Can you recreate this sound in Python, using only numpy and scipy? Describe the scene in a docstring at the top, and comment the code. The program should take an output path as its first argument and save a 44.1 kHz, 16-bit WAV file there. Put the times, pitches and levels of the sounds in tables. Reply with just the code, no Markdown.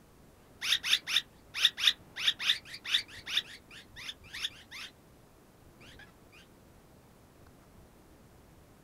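"""A nearby swallow gives quick two-part chirps at a muddy puddle under a concrete wall. Birds further off
answer; the first chirp ends in an extra short glide, and a few short single notes fall in between. Each chirp
is one tone with overtones that climbs, breaks downward and climbs again, coloured by the fixed resonances of
the throat. The wall returns a short echo; a light breeze, passing wings and a faint hiss lie underneath."""
import sys
import numpy as np
from scipy import signal
from scipy.fft import rfft, irfft, next_fast_len
from scipy.io import wavfile
from scipy.ndimage import uniform_filter1d, map_coordinates

SR = 44100
rng = np.random.default_rng(int(sys.argv[2]) if len(sys.argv) > 2 else 0)


def log_audio(samples):
    """Write samples as a 16-bit WAV file to the path given in sys.argv[1]."""
    # one column per channel
    frames = np.atleast_2d(samples).T
    # limit to full scale, then quantise
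    limited = np.clip(frames, -1, 1)
    pcm = np.round(limited * 32767).astype(np.int16)
    wavfile.write(sys.argv[1], SR, pcm)


N = 389403

# puffs of breeze on the microphone: t/s, level/dB
BREEZE_PUFFS = [(.76, -61), (2.999, -59), (3.18, -59), (3.72, -64), (3.95, -56), (4.241, -62), (5.68, -59),
                (5.92, -60), (7.45, -62), (7.8, -59.5)]
# how the rush of air and wings swells and fades: t/s, level/dB
RUSH_LEVELS = [(0.0, -62.5), (0.98, -59.5), (1.4, -62), (2.24, -58), (2.73, -60.5), (3.42, -58.5),
               (3.54, -61.5), (5.75, -62), (5.85, -57.5), (5.9, -61.5), (8.76, -61.5), (8.83, -63)]
# how strong each noise is from low to high pitch: f/Hz, relative level/dB
RUMBLE_COLOUR = [(15, -6.5), (30, -3), (70, -1), (120, -6), (250, -38), (600, -78)]
RUSH_COLOUR = [(40, -14.5), (120, -0.5), (300, -3), (600, -9), (1200, -15), (2500, -24), (6000, -42.5)]
HISS_COLOUR = [(200, 2), (1500, -7), (3500, 0.5), (7000, -0.5), (12000, -1.5), (16000, -4.5)]
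FEATHER_COLOUR = [(150, -5.5), (600, 0), (1300, 8), (2500, -20), (5200, -12.5), (12000, -30)]
# wing flicks of a landing bird: t/s, level/dB, length/s
WING_FLICKS = [(7.463, -54.5, .012), (7.598, -64, 0.07), (7.77, -72, 0.046)]

# bounces off mud and bank, and off the wall's flat faces: delay/s, gain
GROUND_BOUNCES = [(.0021, 0.05), (.0029, 0.1195)]
WALL_BOUNCES = [(.0165, .5), (.0208, .42), (.029, .36)]
# how long the wall's scattered echo takes to fade by 60 dB: f/Hz, time/s
WALL_FADE = [(500, 0.34), (2000, 0.135), (4000, .1), (7000, 0.041), (14000, 0.16)]
# the broader colour that a voice throws at the wall: f/Hz, level/dB
ECHO_COLOUR = [(700, -5), (1500, -2), (2500, 4), (3900, -1), (5000, 0), (6500, -7), (8000, -23.5),
               (11000, -18), (15000, -26.5)]

# throat resonances, heard on the straight path from each bird: f/Hz, level/dB
FAR_RESONANCES = [(700, -12), (1300, 0), (1850, 7), (2400, 5), (3400, -4), (4150, -7), (4700, 7),
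                  (5400, -4.5), (6600, -1), (7500, -5.5), (10500, 0.5), (15500, -18)]
NEAR_RESONANCES = [(600, -2), (1200, -6), (1850, 4), (2550, -2.5), (3100, -3), (3600, 9.5), (4100, -5.5),
                   (5300, 1.5), (6700, -8.5), (7500, -23.5), (9000, -14), (11200, -6.5), (13300, -20.5),
                   (15000, -21.5)]
# short notes (the first closes the first near chirp with a third syllable): start t/s, end t/s, start f/Hz, end
# f/Hz, level/dB
SHORT_NOTES = [(0.739, 0.757, 1408, 2023, -32), (5.988, 6.006, 780, 810, -49),
               (6.007, 6.037, 850, 825, -51.5), (6.062, 6.106, 672, 644, -59.5)]
# chirps (the crest ends the first climb):
# start t/s, first climb/s, crest f/Hz, first part level/dB, second part level/dB
FAR_CHIRPS = [(.375, 0.051, 1698, -77, -77), (0.884, 0.045, 2090, -51.5, -44.5),
              (1.3, 0.052, 2037, -74.5, -72), (2.465, 0.059, 2084, -43, -44), (2.65, 0.057, 2087, -50, -44),
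              (2.89, 0.061, 2007, -42.5, -35.5), (3.08, .074, 2013, -51, -50),
              (3.44, .07, 1961, -51.5, -49), (3.705, 0.072, 1873, -52, -58),
              (4.236, .079, 1680, -56.5, -44), (4.502, 0.079, 1696, -55.5, -57),
              (4.765, 0.067, 1664, -49, -54.5), (5.805, .085, 1706, -57, -58.5),
              (6.322, 0.074, 1613, -59, -69)]
NEAR_CHIRPS = [(.61, 0.08, 1580, -34, -29), (.829, .072, 1620, -34, -28), (1.064, 0.069, 1602, -34.5, -30),
               (1.537, .081, 1632, -34.5, -27), (1.769, 0.073, 1650, -34, -26.5),
               (2.157, 0.09, 1568, -35, -28.5), (2.389, 0.076, 1624, -35, -28.5),
               (2.842, 0.072, 1594, -37.5, -28.5), (3.258, .081, 1624, -37.5, -31),
               (3.957, .095, 1390, -44.5, -42.5), (4.325, .083, 1430, -41.5, -36.5),
               (4.708, .098, 1385, -43.5, -51)]
# a chirp's pitch at its start, halfway point, dip and top:
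# f/Hz at the usual crest, power by which it follows the crest (negative: moves the other way)
FAR_PITCH_POINTS = [(1150, 0.19), (1470, .75), (1570, .7), (2250, 0.75)]
NEAR_PITCH_POINTS = [(621.6, -1.5), (1248, .9), (1096.5, 0.89), (2006, 0.43)]
# the near bird turns its beak away and partly back: t/s, treble level/dB
BEAK_TREBLE = [(.7, 2), (1.8, -2), (2.25, -5), (2.9, -5.5), (3.35, -2.5), (4.1, 1.5)]


def amp(db):
    """Turn decibels into a gain."""
    return 10 ** (np.asarray(db) / 20)


def unit(x):
    """Scale x to an average (rms) level of 1."""
    return x / np.sqrt(np.mean(x ** 2) + 1e-20)


def along(points, hz):
    """Read a (Hz, value) table at hz, on a log axis."""
    f, v = np.transpose(points)
    return np.interp(np.log(hz + 1), np.log(f), v)


def wobble(rate, size):
    """A smooth curve through rate random values a second."""
    knots = rng.standard_normal(int(size * rate / SR) + 4)
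    return map_coordinates(knots, [np.arange(size) * rate / SR])


def filtered(x, response):
    """Scale each frequency of a whole track by response(hz)."""
    m = next_fast_len(N + SR // 2)
    return irfft(rfft(x, m) * response(np.fft.rfftfreq(m, 1 / SR)), m)[:N]


def coloured(x, spectrum):
    """Shape a short sound with a (Hz, dB) table."""
    m = next_fast_len(2 * len(x))
    gain = amp(along(spectrum, np.fft.rfftfreq(m, 1 / SR)))
    return irfft(rfft(x, m) * gain, m)[:len(x)]


def noise(spectrum):
    """Noise shaped by a (Hz, dB) table, at level 1."""
    return unit(filtered(rng.standard_normal(N), lambda hz: amp(along(spectrum, hz))))


def add(track, s, x):
    """Mix x into the track from time s."""
    i = round(s * SR)
    track[i:i + len(x)] += x[:N - i]


def hiss(level_db=-70):
    """A faint, steady hiss."""
    return amp(level_db) * noise(HISS_COLOUR)


def breeze(calm_db=-65, waver_db=2.0, puff_half_s=.05):
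    """Wind on the microphone: a low, wavering rumble with brief puffs."""
    t = np.arange(N) / SR
    puffs = sum(amp(db) * np.exp(-((t - s) / puff_half_s) ** 2) for s, db in BREEZE_PUFFS)
    calm = amp(calm_db + waver_db * wobble(4.1, N))
    return (calm + puffs) * noise(RUMBLE_COLOUR)


def air_rush(gain_db=2):
    """Moving air and passing wings make a soft rush."""
    level_db = np.interp(np.arange(N) / SR, *np.transpose(RUSH_LEVELS))
    return amp(level_db + gain_db) * noise(RUSH_COLOUR)


def wings():
    """Each flick of the feathers is a soft puff of noise."""
    track = np.zeros(N)
    for s, db, length in WING_FLICKS:
        size = int(length * SR)
        puff = unit(coloured(rng.standard_normal(size), FEATHER_COLOUR))
        add(track, s, amp(db) * puff * np.hanning(size))
    return track


def bounces(rows):
    """An echo pattern: one spike for each path the sound takes."""
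    response = np.zeros(SR // 2)
    for delay, gain in rows:
        response[round(delay * SR)] += gain
    return response


def wall_echo(tone, scatter_db=-3, gap_s=.013, linger_db=-34, linger_s=0.35):
    """The wall's flat faces give clear bounces; its rough surface scatters a fading tail."""
    hz, t, bands = signal.stft(rng.standard_normal(SR // 2), SR, nperseg=128)
    decay = amp(-60 * t / along(WALL_FADE, hz)[:, None]) + amp(linger_db - 60 * t / linger_s)
    tail = signal.istft(bands * decay, SR, nperseg=128)[1]
    tail = amp(scatter_db) * tail / np.linalg.norm(tail)
    scatter = np.pad(tail, (int(gap_s * SR), 0))[:SR // 2]
    return signal.fftconvolve(coloured(tone, ECHO_COLOUR), bounces(WALL_BOUNCES) + scatter)


def heard(tone, throat, echo_db):
    """A call as it arrives: straight and off the ground, then back from the wall."""
    paths = bounces([(0.0018, 0.99)] + GROUND_BOUNCES)  # the straight path comes first
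    direct = signal.fftconvolve(coloured(tone, throat), paths)
    return direct + amp(echo_db) * wall_echo(tone)


def voice(pitch, level_db, rasp, slope_db, odd_db, jitter=0.01212, count=20):
    """A bird's voice box makes harmonics (multiples of the pitch); the second leads, odd ones are weak."""
    size = len(pitch)
    pitch = pitch * (1 + jitter * wobble(600, size))
    k = np.arange(1, count + 1)[:, None]  # harmonic numbers
    harmonic_db = slope_db * np.log2(np.maximum(k / 2, 1)) + odd_db * (k % 2)
    strength = amp(harmonic_db) * (k * pitch < SR / 2)
    # uneven vibration makes every harmonic a little noisy
    flutter = 1 + rasp * np.array([wobble(2000, size) for _ in k])
    tone = (strength * flutter * np.sin(2 * np.pi * k * np.cumsum(pitch) / SR)).sum(0)
    fade = signal.windows.tukey(size, min(1, .005 * SR / size))
    return tone * fade * amp(level_db + wobble(350, size))


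def pitch_path(row, points, usual_hz, break_s, second_climb_s, hook_s=.012, hook_ratio=.76):
    """Times and pitches of a chirp's start, halfway point, crest, dip, top and end."""
    start, climb_s, crest_hz = row[:3]
    start_hz, half_hz, dip_hz, top_hz = [hz * (crest_hz / usual_hz) ** power for hz, power in points]
    crest = start + climb_s
    top = crest + break_s + second_climb_s
    return ([start, start + climb_s / 2, crest, crest + break_s, top, top + hook_s],
            [start_hz, half_hz, crest_hz, dip_hz, top_hz, hook_ratio * top_hz])


def chirp(row, corners, usual_hz, sag_db, slope_db, odd_db, onset_db, break_db, release_db, rasp):
    """A slow climb, a sudden break, then a steep climb that hooks down at the end."""
    crest_hz, first_db, second_db = row[2:]
    start, half, crest, dip, top, end = corners[0]
    t = np.arange(start, end, 1 / SR)
    pitch = uniform_filter1d(np.interp(t, *corners), size=100)  # the muscles round every corner
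    pitch = pitch * (1 + .018 * wobble(90, len(t)))  # no two climbs bend alike
    settled = start + .41 * (crest - start)
    peak = dip + .68 * (top - dip)
    push_db = sag_db * np.log2(crest_hz / usual_hz)  # a low chirp runs out of push before the break
    first = first_db + np.array([onset_db, 0.5, 2.5 + push_db, break_db + push_db])  # start to dip
    second = second_db + np.array([3, 1, release_db])  # peak to end
    level_db = np.interp(t, [start, settled, crest, dip, peak, top, end], np.r_[first, second])
    hoarseness = rasp * np.interp(t, [half, crest, dip, top], [.3, 1.2, .9, .5])
    return voice(pitch, level_db, hoarseness, slope_db, odd_db)


def short_notes():
    """Short hoarse notes that slide in pitch: a third syllable that closes the first near chirp, and a few lone
    notes later on."""
    track = np.zeros(N)
    for start, end, start_hz, end_hz, db in SHORT_NOTES:
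        pitch = np.linspace(start_hz, end_hz, int((end - start) * SR))
        note = voice(pitch, db, rasp=.35, slope_db=-9.5, odd_db=-6.5)
        add(track, start, heard(note, NEAR_RESONANCES, echo_db=-6.0))
    return track


def far_swallows(gain_db=-1.5, usual_crest_hz=1861):
    """The answering birds: higher, duller and with more echo."""
    track = np.zeros(N)
    for row in FAR_CHIRPS:
        corners = pitch_path(row, FAR_PITCH_POINTS, usual_crest_hz, break_s=.014, second_climb_s=.027)
        call = chirp(row, corners, usual_crest_hz, sag_db=6, slope_db=-8.5, odd_db=-6,
                     onset_db=-2, break_db=1.5, release_db=-10.5, rasp=.6)
        add(track, row[0], heard(call, FAR_RESONANCES, echo_db=-1.5))
    return amp(gain_db) * track


def near_swallow(usual_crest_hz=1601, beam_from_hz=3900, beam_full_hz=6500):
    """The close bird: bright chirps, roughest at the break; its treble goes where the beak points."""
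    track = np.zeros(N)
    for row in NEAR_CHIRPS:
        corners = pitch_path(row, NEAR_PITCH_POINTS, usual_crest_hz, break_s=.005, second_climb_s=.038)
        call = chirp(row, corners, usual_crest_hz, sag_db=23, slope_db=-4.5, odd_db=-8.5,
                     onset_db=-15, break_db=4.5, release_db=-7.0, rasp=.38)
        treble_db = np.interp(row[0], *np.transpose(BEAK_TREBLE))
        call = coloured(call, [(beam_from_hz, 0), (beam_full_hz, treble_db)])
        add(track, row[0], heard(call, NEAR_RESONANCES, echo_db=-6.5))
    return track


def scene():
    """Birds and background, mixed into one channel."""
    birds = near_swallow() + far_swallows() + short_notes() + wings()
    return (birds + breeze() + air_rush() + hiss())[None]


def record(dry, top_hz=15750):
    """Cut away the very highest treble."""
    return filtered(dry[0], lambda hz: hz < top_hz)[None]


dry = scene()
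out = record(dry)
log_audio(out)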